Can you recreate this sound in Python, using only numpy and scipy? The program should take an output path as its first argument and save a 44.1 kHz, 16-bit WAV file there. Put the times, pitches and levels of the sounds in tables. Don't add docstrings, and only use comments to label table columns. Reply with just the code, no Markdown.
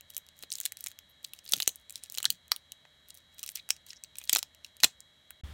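import sys
import numpy as np
from scipy import signal
from scipy.fft import rfft, irfft, next_fast_len
from scipy.io import wavfile
from scipy.ndimage import uniform_filter1d

SR = 44100
rng = np.random.default_rng(int(sys.argv[2]) if len(sys.argv) > 2 else 0)


def unload_audio(sound):
    columns = np.transpose(np.atleast_2d(sound))
    steps = np.round(np.clip(columns, -1, 1) * 32767)
    wavfile.write(sys.argv[1], SR, steps.astype(np.int16))


N = 243873
TIME = np.arange(N) / SR


def amp(db):
    return 10 ** (np.asarray(db) / 20)


def set_rms(x, db):
    return x * amp(db) / np.sqrt(np.mean(x ** 2))


def unit_energy(x):
    return x / np.sqrt(np.sum(x ** 2) + 1e-30)


def colour(x, points):
    size = next_fast_len(2 * len(x), real=True)
    hz, db = np.transpose(points)
    gain = amp(np.interp(np.log(np.fft.rfftfreq(size, 1 / SR) + 1), np.log(hz), db))
    cepstrum = irfft(np.log(gain), size)
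    cepstrum[1:size // 2] *= 2
    cepstrum[size // 2 + 1:] = 0
    return irfft(rfft(x, size) * np.exp(rfft(cepstrum)), size)[:len(x)]


def resonate(x, hz, width_hz):
    return signal.lfilter(*signal.iirpeak(min(hz, SR / 2 - 1), hz / width_hz, fs=SR), x)


def add(out, x, start_s):
    start = max(int(start_s * SR), 0)
    out[start:start + len(x)] += x[:max(len(out) - start, 0)]


def drift(rate_hz):
    hold = int(SR / rate_hz)
    steps = np.repeat(rng.standard_normal(N // hold + 1), hold)
    return set_rms(uniform_filter1d(steps, hold)[:N], 0)


# frequency_hz, relative_density_db
AIR_SPECTRUM = [(22, -30.5), (50, -8), (75, 5.5), (105, -3.5), (150, 0.5), (380, -11), (1450, -10.5),
                (1750, -3.5), (2150, -7), (2500, -21.5), (5000, -18.5), (7400, -16.5), (8300, -22.5),
                (13000, -25.5), (16000, -35)]


def room_air(level_db=-69):
    return set_rms(colour(rng.standard_normal(N), AIR_SPECTRUM), level_db)


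# frequency_hz, relative_density_db
HISS_SPECTRUM = [(500, -39), (2600, -11), (3200, 3), (3550, -5), (4000, -3), (4400, -14.5), (4750, -34),
                 (9000, -45)]
# pitch_hz, linewidth_hz, level_db
WHINE_TONES = [(76.8, 15, -77), (604, 83, -80.5), (2220, 24, -81.5), (3312, 14, -71.5), (3590, 50, -84.5),
               (3770, 60, -80), (3850, 16, -69.5), (4030, 25, -75.5), (4128, 15, -84.5), (4400, 20, -87)]


def appliance(hiss_db=-72.5):
    out = set_rms(colour(rng.standard_normal(N), HISS_SPECTRUM), hiss_db) * amp(.7 * drift(3.3))
    for pitch_hz, linewidth_hz, level_db in WHINE_TONES:
        jitter = uniform_filter1d(rng.standard_normal(N), size=200)
        phase_walk = np.cumsum(np.sqrt(2 * np.pi * linewidth_hz / SR) * jitter)
        tone = np.sin(2 * np.pi * pitch_hz * TIME + phase_walk)
        out += set_rms(tone * amp(1.2 * drift(11)), level_db)
    return out


def grip(x, target_db):
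    bands_hz = [(200, 1000), (1000, 2500), (2500, 9000), (9000, 16000)]
    centres_hz = [np.sqrt(lo * hi) for lo, hi in bands_hz]
    hz = np.fft.rfftfreq(len(x), 1 / SR)
    for _ in range(3):
        energy = 2 * np.abs(rfft(x)) ** 2 / len(x)
        band_db = [10 * np.log10(energy[(hz >= lo) & (hz < hi)].sum() + 1e-20) for lo, hi in bands_hz]
        x = colour(x, list(zip(centres_hz, np.subtract(target_db, band_db))))
    return x


# frequency_hz, gain_db
PART_RESPONSE = [(200, -24.5), (850, -12), (1150, -11), (2100, -6), (3000, -2), (4100, 1.5), (4900, -4.5),
                 (5800, -1.5), (8200, -1.5), (9500, -1), (10400, -6), (11400, -3), (15500, -6)]


def fracture(noise, strength_db, low_db, mid_db, top_db, part_hz, strut_hz, length_s):
    t = np.arange(len(noise)) / SR
    decay_s = max(1.43 * length_s, 1 / SR)
    micro_cracks = colour(noise * np.exp(-t / decay_s), [(7000, 0), (12000, -4)])
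    first_break = t == 0
    crack = colour(first_break + amp(1) * unit_energy(micro_cracks), PART_RESPONSE)
    part_ring = amp(8) * resonate(crack, part_hz, width_hz=300)
    strut_ring = amp(12 + .29 * strength_db) * resonate(crack, strut_hz, width_hz=520)
    snap = grip(crack + part_ring + strut_ring, (low_db, mid_db, 0, top_db))
    return np.sqrt(SR / 1000) * amp(strength_db + 1) * snap


# start_s, strength_db, low_db, mid_db, top_db, part_hz, strut_hz, length_s
STRUT_BREAKS = [(.0093, -45.5, -37, -12.5, 0, 2840, 11900, 0.00017),
                (0.1035, -43, -38, -26, 0, 2920, 12000, 0.00037),
                (.1473, -44.5, -41, -28, -6, 1810, 9130, 0.00023),
                (.1668, -30, -39, -19.5, 2.5, 3060, 11600, 0.00017),
                (.1795, -40, -25, -16, 10.5, 2430, 11600, 0.00018),
                (0.2659, -53.5, -35, -26, -2, 2860, 3500, 0.00031),
                (0.2882, -46, -23, -26, -7, 2800, 3520, 0.00032),
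                (0.3907, -51, -34, -20, 2, 1360, 12600, .0002),
                (0.4257, -39, -22, -12, -1, 3280, 13220, 0.0074),
                (.4362, -37, -8.5, -8.5, -7.5, 814, 4070, 0.00037),
                (0.5038, -35.5, -34, -46, -15, 3230, 6170, .0004),
                (.5193, -26, -36, -25.5, -11, 3080, 3340, 0.00036),
                (0.5263, -29, -32, -44, -1, 1890, 9300, 0.00015),
                (0.5373, -31.5, -41, -40, -11, 2690, 6150, .0007),
                (0.5547, -29.5, -39, -47, -10, 3280, 7000, .0004),
                (0.5848, -36, -34, -26, -5, 2820, 3450, 0.0011),
                (.6022, -30, -31, -25, 2.5, 3140, 7140, 0.00016),
                (0.6124, -34, -26, -12, 0, 1590, 7540, .0004),
                (.6341, -40, -37, -32, -9, 2950, 6420, 0.00062),
                (0.6546, -23, -35.5, -26.5, 0, 3000, 7860, 0.00033),
                (0.6603, -25.5, -26.5, -11, -0.5, 1760, 3940, 0.00089),
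                (0.7216, -35.5, -28, -6, 1, 1950, 11800, 0.00026),
                (.771, -40, -36, -14.5, -0.5, 1680, 5500, .0003),
                (0.8076, -42.5, -31, -16, 6.5, 2170, 12000, 0.00018),
                (0.841, -33, -39, -20, 0, 1240, 4000, 0.00025),
                (0.8629, -34.5, -23.5, -5.5, 2, 1830, 12500, .00024),
                (.87, -28.5, -33, -11, -7, 2230, 5400, 0.00026),
                (0.8843, -48, -27, -8, 10, 1960, 9300, .0002),
                (0.9158, -45.5, -28, -9, -2, 3240, 3720, 0.00044),
                (0.989, -40.5, -48, -10.5, -3, 3280, 3680, 0.00014),
                (1.2441, -43, -32, -24, 1, 2870, 4100, 0.0011),
                (1.2475, -29, -41, -28, -13, 2680, 5000, 0.00022),
                (1.335, -37, -34, -13.5, 0, 2800, 11400, 0.0013),
                (1.3898, -42.5, -28, -19, -8.5, 3070, 6250, .0018),
                (1.463, -41.5, -21, -17, -14, 1760, 4030, .0005),
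                (1.4777, -40.5, -26.5, -37, -13.5, 3130, 4640, .0003),
                (1.4901, -36.5, -37, -29, -11, 2170, 4440, 0.00048),
                (1.5221, -21, -29, -25, -1, 3400, 5770, .0004),
                (1.5352, -15.5, -21, -16.5, -12, 1470, 6400, 0.0019),
                (1.536, -14, -21, -24, -6, 3230, 3500, 0.00076),
                (1.5598, -38.5, -25.5, -15, -5, 2990, 3550, 0.00073),
                (1.5661, -35.5, -35, -19, 2, 1730, 6340, .0005),
                (1.6021, -21, -21.5, -12, -5, 2900, 3660, 0.0014),
                (1.6227, -20.5, -34, -29.5, -17.5, 3080, 3770, .00045),
                (1.6287, -28, -28, -17, -3, 3100, 6300, 0.00082),
                (1.6768, -11.5, -19.5, -21, -1.5, 2900, 6240, 0.00058),
                (1.6918, -31, -43, -20, -2.5, 3100, 9300, 0.00058),
                (1.7584, -45, -26, -26, 6.5, 1660, 9700, .0003),
                (1.8968, -38.5, -46, -17, -3.5, 2390, 7750, .0004),
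                (1.9065, -40, -31, -12, 0, 2440, 7440, 0.00034),
                (1.9248, -49, -25, -20, 6, 2410, 10800, .0002),
                (1.9572, -29.5, -39, -29, -9.5, 1720, 3850, 0.00018),
                (2.0367, -36, -29, -38, -0.5, 3160, 9900, 0.00015),
                (2.0992, -37.5, -39, -35, -3, 1830, 4200, 0.00033),
                (2.1225, -43, -20, -28, 7.5, 3100, 12770, .0004),
                (2.144, -41, -39.5, -13.5, 0, 2820, 12770, .0003),
                (2.1499, -34, -30, -27, -11.5, 2950, 5960, .0005),
                (2.1746, -30, -20.5, -11.5, -7, 3160, 7100, 0.0025),
                (2.1843, -22.5, -30, -18.5, -5.5, 3080, 4040, 0.00023),
                (2.2027, -37.5, -13.5, -4, -4, 3150, 3650, 0.00089),
                (2.229, -26.5, -35, -19, -5, 3100, 7350, .0006),
                (2.2436, -31, -21, -4.5, -4.5, 3070, 4570, 0.00059),
                (2.2541, -11.5, -46, -27.5, -11.5, 3170, 5500, 0.0004),
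                (2.259, -30.5, -18, 1, -12.5, 1880, 4130, .0011),
                (2.3035, -17, -35, -29, -3, 3050, 4370, 0.00047),
                (2.481, -53.5, -27.5, -16.5, -1, 2500, 7900, .0004),
                (2.518, -13, -19.5, -9, -6, 1200, 4520, 0.00054),
                (2.5628, -34.5, -27, -20.5, .5, 3080, 3760, 0.00022),
                (2.7203, -35, -28.5, -24.5, -3.5, 3080, 3730, 0.00065),
                (2.8523, -55.5, 0, 4.5, -19.5, 796, 1910, 0.0014),
                (3.1049, -39, -31, -31, -7.5, 2870, 8790, 0.00085),
                (3.174, -49, -21.5, -22, -1, 1610, 12000, 0.00043),
                (3.3932, -37.5, -38, -23, -7, 3300, 5800, 0.0014),
                (3.4307, -33.5, -56, -22, 2, 2820, 9250, 0.000091),
                (3.4376, -32, -40, -29, -8, 2680, 5340, 0.00072),
                (3.4633, -38.5, -43, -16, 3, 1290, 9000, 0.00028),
                (3.4773, -38, -42, -14, -4, 2680, 5400, 0.0013),
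                (3.4908, -32.5, -60, -10, -2, 2380, 9700, 0.00025),
                (3.5575, -28.5, -40, -27.5, -7.5, 2760, 5700, 0.00057),
                (3.69, -36.5, -15.5, -6.5, 0, 850, 12400, 0.0011),
                (3.7053, -13.5, -29.5, -13, -6.5, 2800, 5440, 0.0007),
                (3.7653, -47, -22, -14, -7.5, 2020, 5860, 0.0012),
                (3.8653, -50.5, -33, -15, 2.5, 1850, 11400, .0007),
                (3.9054, -34, -31, -24, -19, 2540, 4900, .0004),
                (3.9322, -40.5, -39, -17, -18, 1900, 3500, 0.00057),
                (4.0377, -34.5, -35, -19.5, -7, 2600, 6030, 0.00034),
                (4.046, -43.5, -30, -18, -15, 2750, 4500, .0006),
                (4.1559, -42.5, -37, -7, -8.5, 2470, 5900, 0.00078),
                (4.1845, -32, -28, -20.5, -0.5, 2480, 8600, 0.0021),
                (4.2147, -43, -17, -5.5, -9.5, 2580, 3450, .0008),
                (4.2398, -42.5, -27, -30, 0.5, 2760, 13160, 0.00054),
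                (4.2754, -41, -40, -30, -12, 2820, 3890, 0.0012),
                (4.295, -14.5, -29.5, -16, -10.5, 2800, 8450, 0.00079),
                (4.3297, -17, -16.5, -9, 5.5, 2300, 13000, 0.00013),
                (4.3332, -15, -24.5, -21, -12.5, 2940, 4370, 0.00076),
                (4.3506, -20.5, -52, -9, 3, 2520, 7200, 0.00048),
                (4.3606, -15, -15.5, -9.5, -18, 705, 7300, 0.0011),
                (4.369, -21.5, -18, -17, -5, 1208, 5300, 0.00067),
                (4.3855, -33.5, -28, -10, 8.5, 2930, 9050, .0003),
                (4.39, -25, -32, -17.5, -8.5, 1440, 7800, 0.00079),
                (4.429, -26.5, -18.5, -14, -5.5, 760, 5070, 0.00019),
                (4.5481, -50.5, -16.5, -16, -3.5, 2970, 5560, .0008),
                (4.6465, -34, -37.5, -18.5, -14, 2800, 4800, 0.001),
                (4.768, -49.5, -22.5, -22.5, -.5, 1675, 8570, .0004),
                (4.8028, -36.5, -28, -12, -10, 2480, 4520, 0.0033),
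                (4.835, -8, -19.5, -8, -9, 1830, 4270, 0.0011),
                (4.843, -5.5, -22, -20, -6.5, 2680, 4260, 0.00087),
                (4.8457, -12, -18.5, -11, -8.5, 3140, 7400, .0019),
                (5.0049, -40.5, -38.5, -50, -7, 2625, 7430, 0.00073),
                (5.3065, -44.5, -18, 0, 5.5, 1544, 9800, 0.00046)]


def snaps():
    out = np.zeros(N)
    for start_s, *strut in STRUT_BREAKS:
        add(out, fracture(rng.standard_normal(1024), *strut), start_s)
    return out


# start_s, length_s, strength_db
FINGER_PULLS = [(0.095, 0.096, -67.5), (0.366, .07, -67.5), (0.511, .17, -58), (0.787, 0.12, -61),
                (1.226, 0.063, -71.5), (1.334, .055, -68.5), (1.449, 0.026, -64), (1.498, 0.02, -51.5),
                (1.534, 0.12, -55), (1.725, 0.1, -72), (1.945, 0.04, -56), (2.035, 0.012, -55.5),
                (2.065, 0.018, -68), (2.119, 0.14, -59.5), (2.308, 0.02, -55.5), (3.083, .025, -67),
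                (3.149, 0.038, -65.5), (3.33, .015, -71), (3.386, 0.14, -61), (3.558, 0.026, -52),
                (3.874, 0.044, -57.5), (4.171, 0.083, -62.5), (4.298, 0.08, -47.5), (4.645, .03, -65.5),
                (4.836, .012, -47)]


def crackle_envelope(attack_s=.02, release_s=.016, lead_in_s=.006, settle_s=.014):
    power = np.zeros(N)
    t = np.arange(SR // 2) / SR
    for start_s, length_s, strength_db in FINGER_PULLS:
        rise = np.minimum(t / attack_s, 1)
        fall = np.exp(-np.maximum(t - attack_s - length_s, 0) / release_s)
        add(power, (amp(strength_db) * rise * fall) ** 2, start_s - attack_s)
    for start_s, strength_db, *_ in STRUT_BREAKS:
        lead_in = amp(strength_db - 28) * t[t < lead_in_s] / lead_in_s
        crumbs = amp(strength_db - 42.5) * np.exp(-t / settle_s)
        add(power, lead_in ** 2, start_s - lead_in_s)
        add(power, crumbs ** 2, start_s)
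    return np.sqrt(power)


def crackle(grains_per_s=520, spread_db=6.5):
    sizes = amp(spread_db * np.minimum(rng.exponential(size=N), 4)) * rng.choice([-1, 1], N)
    grains = set_rms((rng.random(N) < grains_per_s / SR) * sizes, -2)
    rubbing = set_rms(rng.standard_normal(N), -6)
    through_part = colour(grains + rubbing, PART_RESPONSE)
    brightened = colour(through_part, [(500, -10.5), (2000, 8.5), (5000, 8), (15000, -1.5)])
    return crackle_envelope() * brightened


def ticks(ticks_per_s=75, max_per_pull=24, lowest_hz=3700, highest_hz=11000):
    out = np.zeros(N)
    for start_s, length_s, pull_db in FINGER_PULLS:
        gaps, thinness = rng.random((2, max_per_pull))
        offsets_s = (np.cumsum(gaps + .5) - 1) / ticks_per_s
        rings_hz = lowest_hz * (highest_hz / lowest_hz) ** thinness
        draws = rng.standard_normal((max_per_pull, 1024))
        for offset_s, ring_hz, draw in zip(offsets_s[offsets_s < length_s], rings_hz, draws):
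            force, brightness, hold = draw[:3]
            part_hz = 2863 * np.exp(.1 * hold)
            tick = fracture(draw[3:], strength_db=pull_db + 6 + 2.5 * force,
                            low_db=-25.5, mid_db=-24, top_db=2.5 + 5.5 * brightness,
                            part_hz=part_hz, strut_hz=ring_hz, length_s=.0014)
            add(out, tick, start_s + offset_s)
    return out


# start_s, length_s, level_db, resonance_hz
FINGER_SLIDES = [(0.42, 0.019, -57, 8500), (1.088, .035, -65, 12460), (3.42, 0.033, -61, 1240),
                 (3.425, 0.023, -51, 2800), (3.467, 0.017, -49, 5460), (3.567, .04, -54.5, 2340),
                 (3.59, 0.013, -46.5, 3900), (3.879, 0.035, -56.5, 5560), (3.924, 0.018, -57, 1870),
                 (3.954, 0.024, -54.5, 5630), (4.198, 0.033, -59, 2560)]


def slides(slips_per_s=420, q=4):
    out = np.zeros(N)
    t = np.arange(SR // 5) / SR
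    for start_s, length_s, level_db, hz in FINGER_SLIDES:
        chance, force = rng.random((2, len(t)))
        slips = (chance < slips_per_s / SR) * (force + .5)
        rubbing = .013 * (force - .5)
        swell = np.sin(np.pi * np.minimum(t / length_s, 1))
        scrape = resonate(resonate((slips + rubbing) * swell, hz, hz / q), hz, hz / q)
        add(out, amp(level_db) * np.sqrt(length_s * SR / 2) * unit_energy(scrape), start_s)
    return out


# start_s, peak_db, pitch_hz, decay_s
FINGER_BUMPS = [(0.435, -58, 330, .008), (1.538, -48.5, 156, 0.026), (1.566, -50, 150, 0.013),
                (1.677, -57, 120, 0.012), (2.275, -53.5, 145, 0.024), (2.317, -55.5, 138.7, 0.022),
                (4.336, -45, 197, 0.016), (4.837, -33.5, 290, .005), (4.847, -49.5, 131.4, 0.016)]


def bumps():
    out = np.zeros(N)
    t = np.arange(SR // 5) / SR
    for start_s, peak_db, hz, decay_s in FINGER_BUMPS:
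        push = rng.standard_normal(len(t)) * np.exp(-t / decay_s)
        thud = resonate(resonate(push, hz, width_hz=hz), hz, width_hz=hz)
        add(out, amp(peak_db) * thud / np.abs(thud).max(), start_s)
    return out


# frequency_hz, relative_density_db
HUM_SPECTRUM = [(25, -15.5), (55, -10.5), (78, 2.5), (110, -14.5), (170, -17), (260, -28), (900, -31.5),
                (1900, -29.5), (2600, -34.5), (3400, -27.5), (4800, -39.5), (16000, -49)]


def low_hum(pitch_hz=73.7, tone_db=-44, noise_db=-46.5):
    rumble = set_rms(colour(rng.standard_normal(N), HUM_SPECTRUM), noise_db)
    return rumble + set_rms(np.sin(2 * np.pi * pitch_hz * TIME), tone_db)


def room(x, early_db=-16, tail_db=-19, early_t60_s=.026, tail_t60_s=.14, treble_t60_s=.062):
    t = np.arange(int(SR * .4)) / SR
    early, tail, treble = (rng.standard_normal(len(t)) * 1000 ** (-t / t60_s)
                           for t60_s in (early_t60_s, tail_t60_s, treble_t60_s))
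    early = colour(early * (t > .0015), [(200, -5.5), (3000, 7.5), (8000, 1), (15000, -2)])
    tail = colour(tail, [(150, -1), (1000, -2.5), (4000, -9), (6500, -2.5), (9000, -8), (13000, -13.5)])
    treble = colour(treble, [(5000, -26.5), (10000, -7.5), (16000, 3.5)])
    build_up = np.clip(t / .0027 - .5, 0, 1)
    diffuse = (tail + treble) * build_up
    response = amp(early_db) * unit_energy(early) + amp(tail_db) * unit_energy(diffuse)
    return x + signal.fftconvolve(x, response)[:N]


def scene(air_end_s=5.413, hum_start_s=5.435, fade_s=.002):
    handwork = room(snaps() + ticks() + crackle() + bumps() + slides())
    background = (room_air() + appliance()) * np.clip((air_end_s - TIME) / fade_s, 0, 1)
    hum = low_hum() * np.clip((TIME - hum_start_s) / fade_s, 0, 1)
    return (handwork + background + hum)[None]


def record(dry, ceiling=.76, cutoff_hz=16200):
    rounded = ceiling * np.tanh(dry / ceiling)
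    low_pass = signal.ellip(8, .2, 70, cutoff_hz, fs=SR, output="sos")
    return signal.sosfilt(low_pass, rounded)


dry = scene()
out = record(dry)
unload_audio(out)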